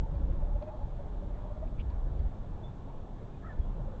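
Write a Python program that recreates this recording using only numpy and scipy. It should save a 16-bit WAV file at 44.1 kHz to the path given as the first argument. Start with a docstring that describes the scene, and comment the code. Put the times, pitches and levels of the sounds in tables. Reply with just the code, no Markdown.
"""Low, lumpy gusts come first: an owl's wings push air at the microphone as it scrambles on the ledge
of a wooden nest box at night, beside its chick. Its claws tick and scrape, ringing the boards.
Far off, faint calls sound and an animal trills in one run of soft hoots that swells twice. The trill
and a few thin squeaks echo among the trees. Under it all lies a bed of distant rumble and thin hiss."""
import sys
import numpy as np
from scipy import signal
from scipy.io import wavfile

SR = 44100
rng = np.random.default_rng(int(sys.argv[2]) if len(sys.argv) > 2 else 0)


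def master(y):
    """Save y as 16-bit WAV."""
    cut = np.clip(np.atleast_2d(y).T, -1, 1)
    pcm = np.round(cut * 32767)  # scale
    wavfile.write(sys.argv[1], SR, pcm.astype(np.int16))


N = 176400

# fader curve of the air stirred by the wings: t/s, level/dB
DRAUGHT_FADER = [(0, -29), (.2, -29.5), (.52, -30), (.66, -44.5), (.85, -43.5), (1.1, -34), (1.4, -40),
                 (1.6, -38.5), (1.85, -32), (2.0, -37.5), (2.2, -28), (2.31, -34.5), (2.7, -48), (3.3, -50),
                 (3.68, -35.5), (4.0, -44)]
# tone colour of that air: f/Hz, relative density/dB
DRAUGHT_SPECTRUM = [(15, -11.5), (33, 5), (48, -3.5), (70, -8.5), (120, -21.5), (230, -30.5), (380, -37),
                    (600, -42.5)]
# strong wing strokes: middle t/s, peak level/dB, swing f/Hz
WING_STROKES = [(0.245, -22.5, 30.4), (.56, -27.5, 38), (0.84, -27.5, 36), (2.124, -25, 40.4),
                (2.251, -26.5, 39), (2.269, -22, 38.8), (3.602, -21.5, 41)]
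# tone colour of the distant rumble: f/Hz, relative density/dB
RUMBLE_SPECTRUM = [(20, 1.5), (50, -10), (85, -5), (125, -10), (180, -13.5), (290, -21), (460, -24),
                   (640, -25), (880, -27), (1100, -33.5), (1500, -40), (2000, -48), (2600, -51.5),
                   (3700, -53.5), (4200, -64), (4800, -72), (7500, -76.5)]
# faint far calls: middle t/s, half length/s, f/Hz, level/dB
FAR_CALLS = [(0.049, 0.014, 871, -52), (0.43, 0.026, 858, -56.5), (0.523, 0.028, 850, -59),
             (0.614, 0.037, 850, -59), (0.719, 0.017, 848, -54), (0.826, 0.028, 849, -54),
             (1.916, 0.016, 964, -58), (2.91, 0.02, 883, -55), (3.789, 0.03, 518, -52.5),
             (3.83, 0.03, 855, -57), (3.884, 0.013, 565, -50.5), (3.937, 0.017, 532.3, -50)]
# hoots of the trill: middle t/s, f/Hz, level before trim/dB
HOOTS = [(0.075, 561, -47.5), (0.15, 561, -45), (0.22, 547, -47.5), (0.298, 543, -50), (0.362, 560, -48),
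         (0.428, 577, -45.5), (0.493, 578, -44), (0.563, 583, -42.5), (0.63, 597, -38), (0.686, 620, -35.5),
         (0.745, 614, -43.5), (0.82, 575, -46.5), (0.879, 583, -50.5), (0.939, 580, -49.5),
         (1.003, 576, -44), (1.074, 587, -51), (1.148, 577.5, -48), (1.232, 575.5, -44.5),
         (1.311, 582, -48), (1.382, 597, -47.5), (1.459, 613, -43), (1.517, 595, -45), (1.572, 612, -45),
         (1.632, 628, -41)]
# resonances of a claw on the boards: f/Hz, half width of each filter pass/Hz, relative level/dB
CLAW_MODES = [(2400, 300, 3), (3100, 440, -2), (4030, 170, -0.5), (4450, 160, -2)]
# claw ticks: start t/s, level before the envelope/dB, brightness/(dB per octave)
CLAW_TICKS = [(.154, -71, 0), (.623, -64.5, 1), (1.674, -68.5, -8), (1.9, -66, 5.5), (2.191, -67, 8.5)]
# quick slips of one claw scrape: middle t/s, half length/s, ring f/Hz, level/dB
SCRAPE_SLIPS = [(1.796, 0.0071, 2420, -57), (1.807, 0.0065, 3050, -58), (1.808, 0.0096, 2400, -60.5)]
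# squeaks: start t/s, length/s, first f/Hz, middle f/Hz, last f/Hz, level/dB, roughness (0-1)
SQUEAKS = [(0.657, 0.052, 2460, 2500, 2480, -73, 0.14), (2.627, 0.051, 3520, 3470, 3540, -58, 0.17),
           (3.338, 0.019, 2510, 2480, 2400, -68, 0.03), (3.422, 0.027, 1730, 1680, 1735, -56.5, 0.35),
           (3.443, 0.041, 1790, 1970, 1850, -60.5, .6), (3.433, 0.063, 1260, 1352, 1216, -51, 0.44),
           (3.48, 0.056, 1866, 1768, 1660, -50.5, 0.35), (3.517, 0.043, 1560, 1458, 1480, -57.5, 0.4),
           (3.59, 0.076, 3340, 3290, 3320, -72, 0.4)]


def from_db(db):
    """Decibels to gain."""
    return 10 ** (np.asarray(db) / 20)


def rms_one(x):
    """Scale to unit rms."""
    return x / np.sqrt(np.mean(x ** 2) + 1e-20)


def seconds():
    """Time of every sample."""
    return np.arange(N) / SR


def bell(middle, width):
    """A smooth swell and fade, 1 on top."""
    return np.exp(-.5 * np.minimum(((seconds() - middle) / width) ** 2, 200))


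def drift(rate_hz):
    """A smooth random modulator with spread 1, drawn at every 20th sample."""
    pole = np.exp(-40 * np.pi * rate_hz / SR)
    slow = signal.lfilter([1], [1, -2 * pole, pole * pole], rng.standard_normal(N // 20 + 4002))[4000:]
    return np.interp(np.arange(N) / 20, np.arange(len(slow)), rms_one(slow))


def ring(x, hz, width_hz):
    """Two passes through one resonance with gain 1 on top."""
    r = np.exp(-np.pi * width_hz / SR)
    b = np.array([1, 0, -1]) * (1 - r * r) / 2
    a = [1, -2 * r * np.cos(2 * np.pi * hz / SR), r * r]
    return signal.lfilter(b, a, signal.lfilter(b, a, x + 1e-18))


def pitched_noise(hz, width_hz):
    """Noise gathered round one pitch; rms 1."""
    return rms_one(ring(rng.standard_normal(N), hz, width_hz))


def coloured_noise(spectrum, flicker_db):
    """Third-octave bands of noise, each with its own level and flicker; rms 1."""
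    hz, db = np.transpose(spectrum)
    edges = 14 * 2 ** (np.arange(29) / 3)
    white, out = rng.standard_normal((2, N + SR)), 0
    for k, (low, high) in enumerate(zip(edges, edges[1:])):
        if low < hz[-1]:
            bandpass = signal.butter(3, [low, high], "band", fs=SR, output="sos")
            band = signal.sosfilt(bandpass, white[k % 2])[SR:]
            band_db = np.interp(np.log(low * high) / 2, np.log(hz), db)
            out += band * from_db(band_db + flicker_db * drift(7.46))
    return rms_one(out)


def wings():
    """Wings stir a lumpy draught; each strong stroke sucks, then pushes."""
    t = seconds()
    fader = from_db(np.interp(t, *np.transpose(DRAUGHT_FADER)))
    out = fader * coloured_noise(DRAUGHT_SPECTRUM, flicker_db=4.0)
    for middle, db, hz in WING_STROKES:
        swing = 2 * np.pi * hz
        out += from_db(db) * np.sqrt(np.e) * swing * (t - middle) * bell(middle, 1 / swing)
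    return out


def night_bed():
    """Distant rumble under a thin, even hiss with one steady band in it."""
    highpass = signal.butter(2, 2350, "high", fs=SR, output="sos")
    hiss = from_db(-74.5) * signal.sosfilt(highpass, rng.standard_normal(N))
    band = from_db(-80.5) * pitched_noise(3534, width_hz=970)
    rumble = from_db(-41) * coloured_noise(RUMBLE_SPECTRUM, flicker_db=1.53)
    return rumble + hiss + band


def sine(hz):
    """A tone that follows a pitch curve."""
    return np.sin(2 * np.pi * (np.cumsum(hz) / SR + rng.random()))


def far_calls():
    """Soft swells of tone, blurred by distance: unsteady in pitch and level."""
    blur_hz = 31.74 * drift(60)
    flutter = 1 + 0.41 * drift(70)
    return flutter * sum(from_db(db) * bell(middle, width) * rms_one(sine(hz + blur_hz))
                         for middle, width, hz, db in FAR_CALLS)


def trill(half_length_s=0.009, rise_hz_per_s=550, trim_db=1.05):
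    """A far animal's short hoots, each bending upward, with a hoarse edge above the tone."""
    out = 0
    hoarse = from_db(-15) * pitched_noise(693, width_hz=390)
    for middle, hz, db in HOOTS:
        tone = sine(hz + rise_hz_per_s * (seconds() - middle))
        out += from_db(db + trim_db) * bell(middle, half_length_s) * (tone + hoarse)
    flutter = 1 + 0.15 * drift(32)
    return out * flutter


def tree_echoes(x, t60_s=0.35, predelay_s=0.015, return_db=-13.5):
    """Trees scatter sparse echoes that die away; wet signal only."""
    out = np.zeros(N)
    delays = predelay_s + t60_s * rng.random(size=60) / 2
    gains = from_db(-60 * delays / t60_s)
    for delay, gain in zip(delays, gains / np.linalg.norm(gains)):
        lag = int(delay * SR)
        out[lag:] += gain * x[:-lag]
    return from_db(return_db) * out


def claw_grit(tilt_db, slips_per_s=1600, top_hz=4900):
    """Rough contact rings the claw resonances; a sharper touch favours the high ones; rms 1."""
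    slips = rng.standard_normal(N) * (.5 + 2 * (rng.random(N) < slips_per_s / SR))
    slips = signal.sosfilt(signal.butter(8, top_hz, fs=SR, output="sos"), slips)
    out = 0
    for hz, half_width, db in CLAW_MODES:
        octaves_up = np.log2(hz / CLAW_MODES[0][0])
        out += from_db(db + tilt_db * octaves_up) * ring(slips, hz, 2 * half_width)
    return rms_one(out)


def claws(attack_s=0.0011, decay_s=0.0043):
    """Claws tap the boards in dry ticks and slip in one squeaky scrape."""
    out = 0
    rasp = from_db(-17.5) * claw_grit(tilt_db=-2)
    for start, db, tilt_db in CLAW_TICKS:
        age = np.maximum(seconds() - start, 0)
        envelope = np.e * (1 - np.exp(-age / attack_s)) * np.exp(-np.minimum(age / decay_s, 20))
        out += from_db(db) * envelope * claw_grit(tilt_db)
    for middle, width, hz, db in SCRAPE_SLIPS:
        out += from_db(db) * bell(middle, width) * (pitched_noise(hz, width_hz=460) + rasp)
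    return out


def squeaks(flutter_hz=97):
    """Thin whistles that swell and fade; the rougher ones flutter in level and pitch, and rasp."""
    out, flutter, wobble = 0, drift(flutter_hz), drift(flutter_hz)
    for start, length, first, middle, last, db, rough in SQUEAKS:
        progress = np.clip((seconds() - start) / length, 0, 1)
        hz = np.interp(progress, [0, .5, 1], [first, middle, last]) + rough * 52 * wobble
        rasp = rough * from_db(-7) * pitched_noise(middle, width_hz=520)
        whistle = (1 + rough * flutter) * sine(hz)
        out += from_db(db) * np.sin(np.pi * progress) * (whistle + rasp)
    return out


def scene():
    """Mono mix: the box up close, the night behind it, trill and squeaks sent to the echoes."""
    calls = trill() + squeaks()
    return (night_bed() + wings() + claws() + far_calls() + calls + tree_echoes(calls))[None]


def record(dry, stopband_hz=8800):
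    """A small microphone with the top cut off."""
    return signal.sosfilt(signal.cheby2(6, 25, stopband_hz, fs=SR, output="sos"), dry)


dry = scene()
out = record(dry)
master(out)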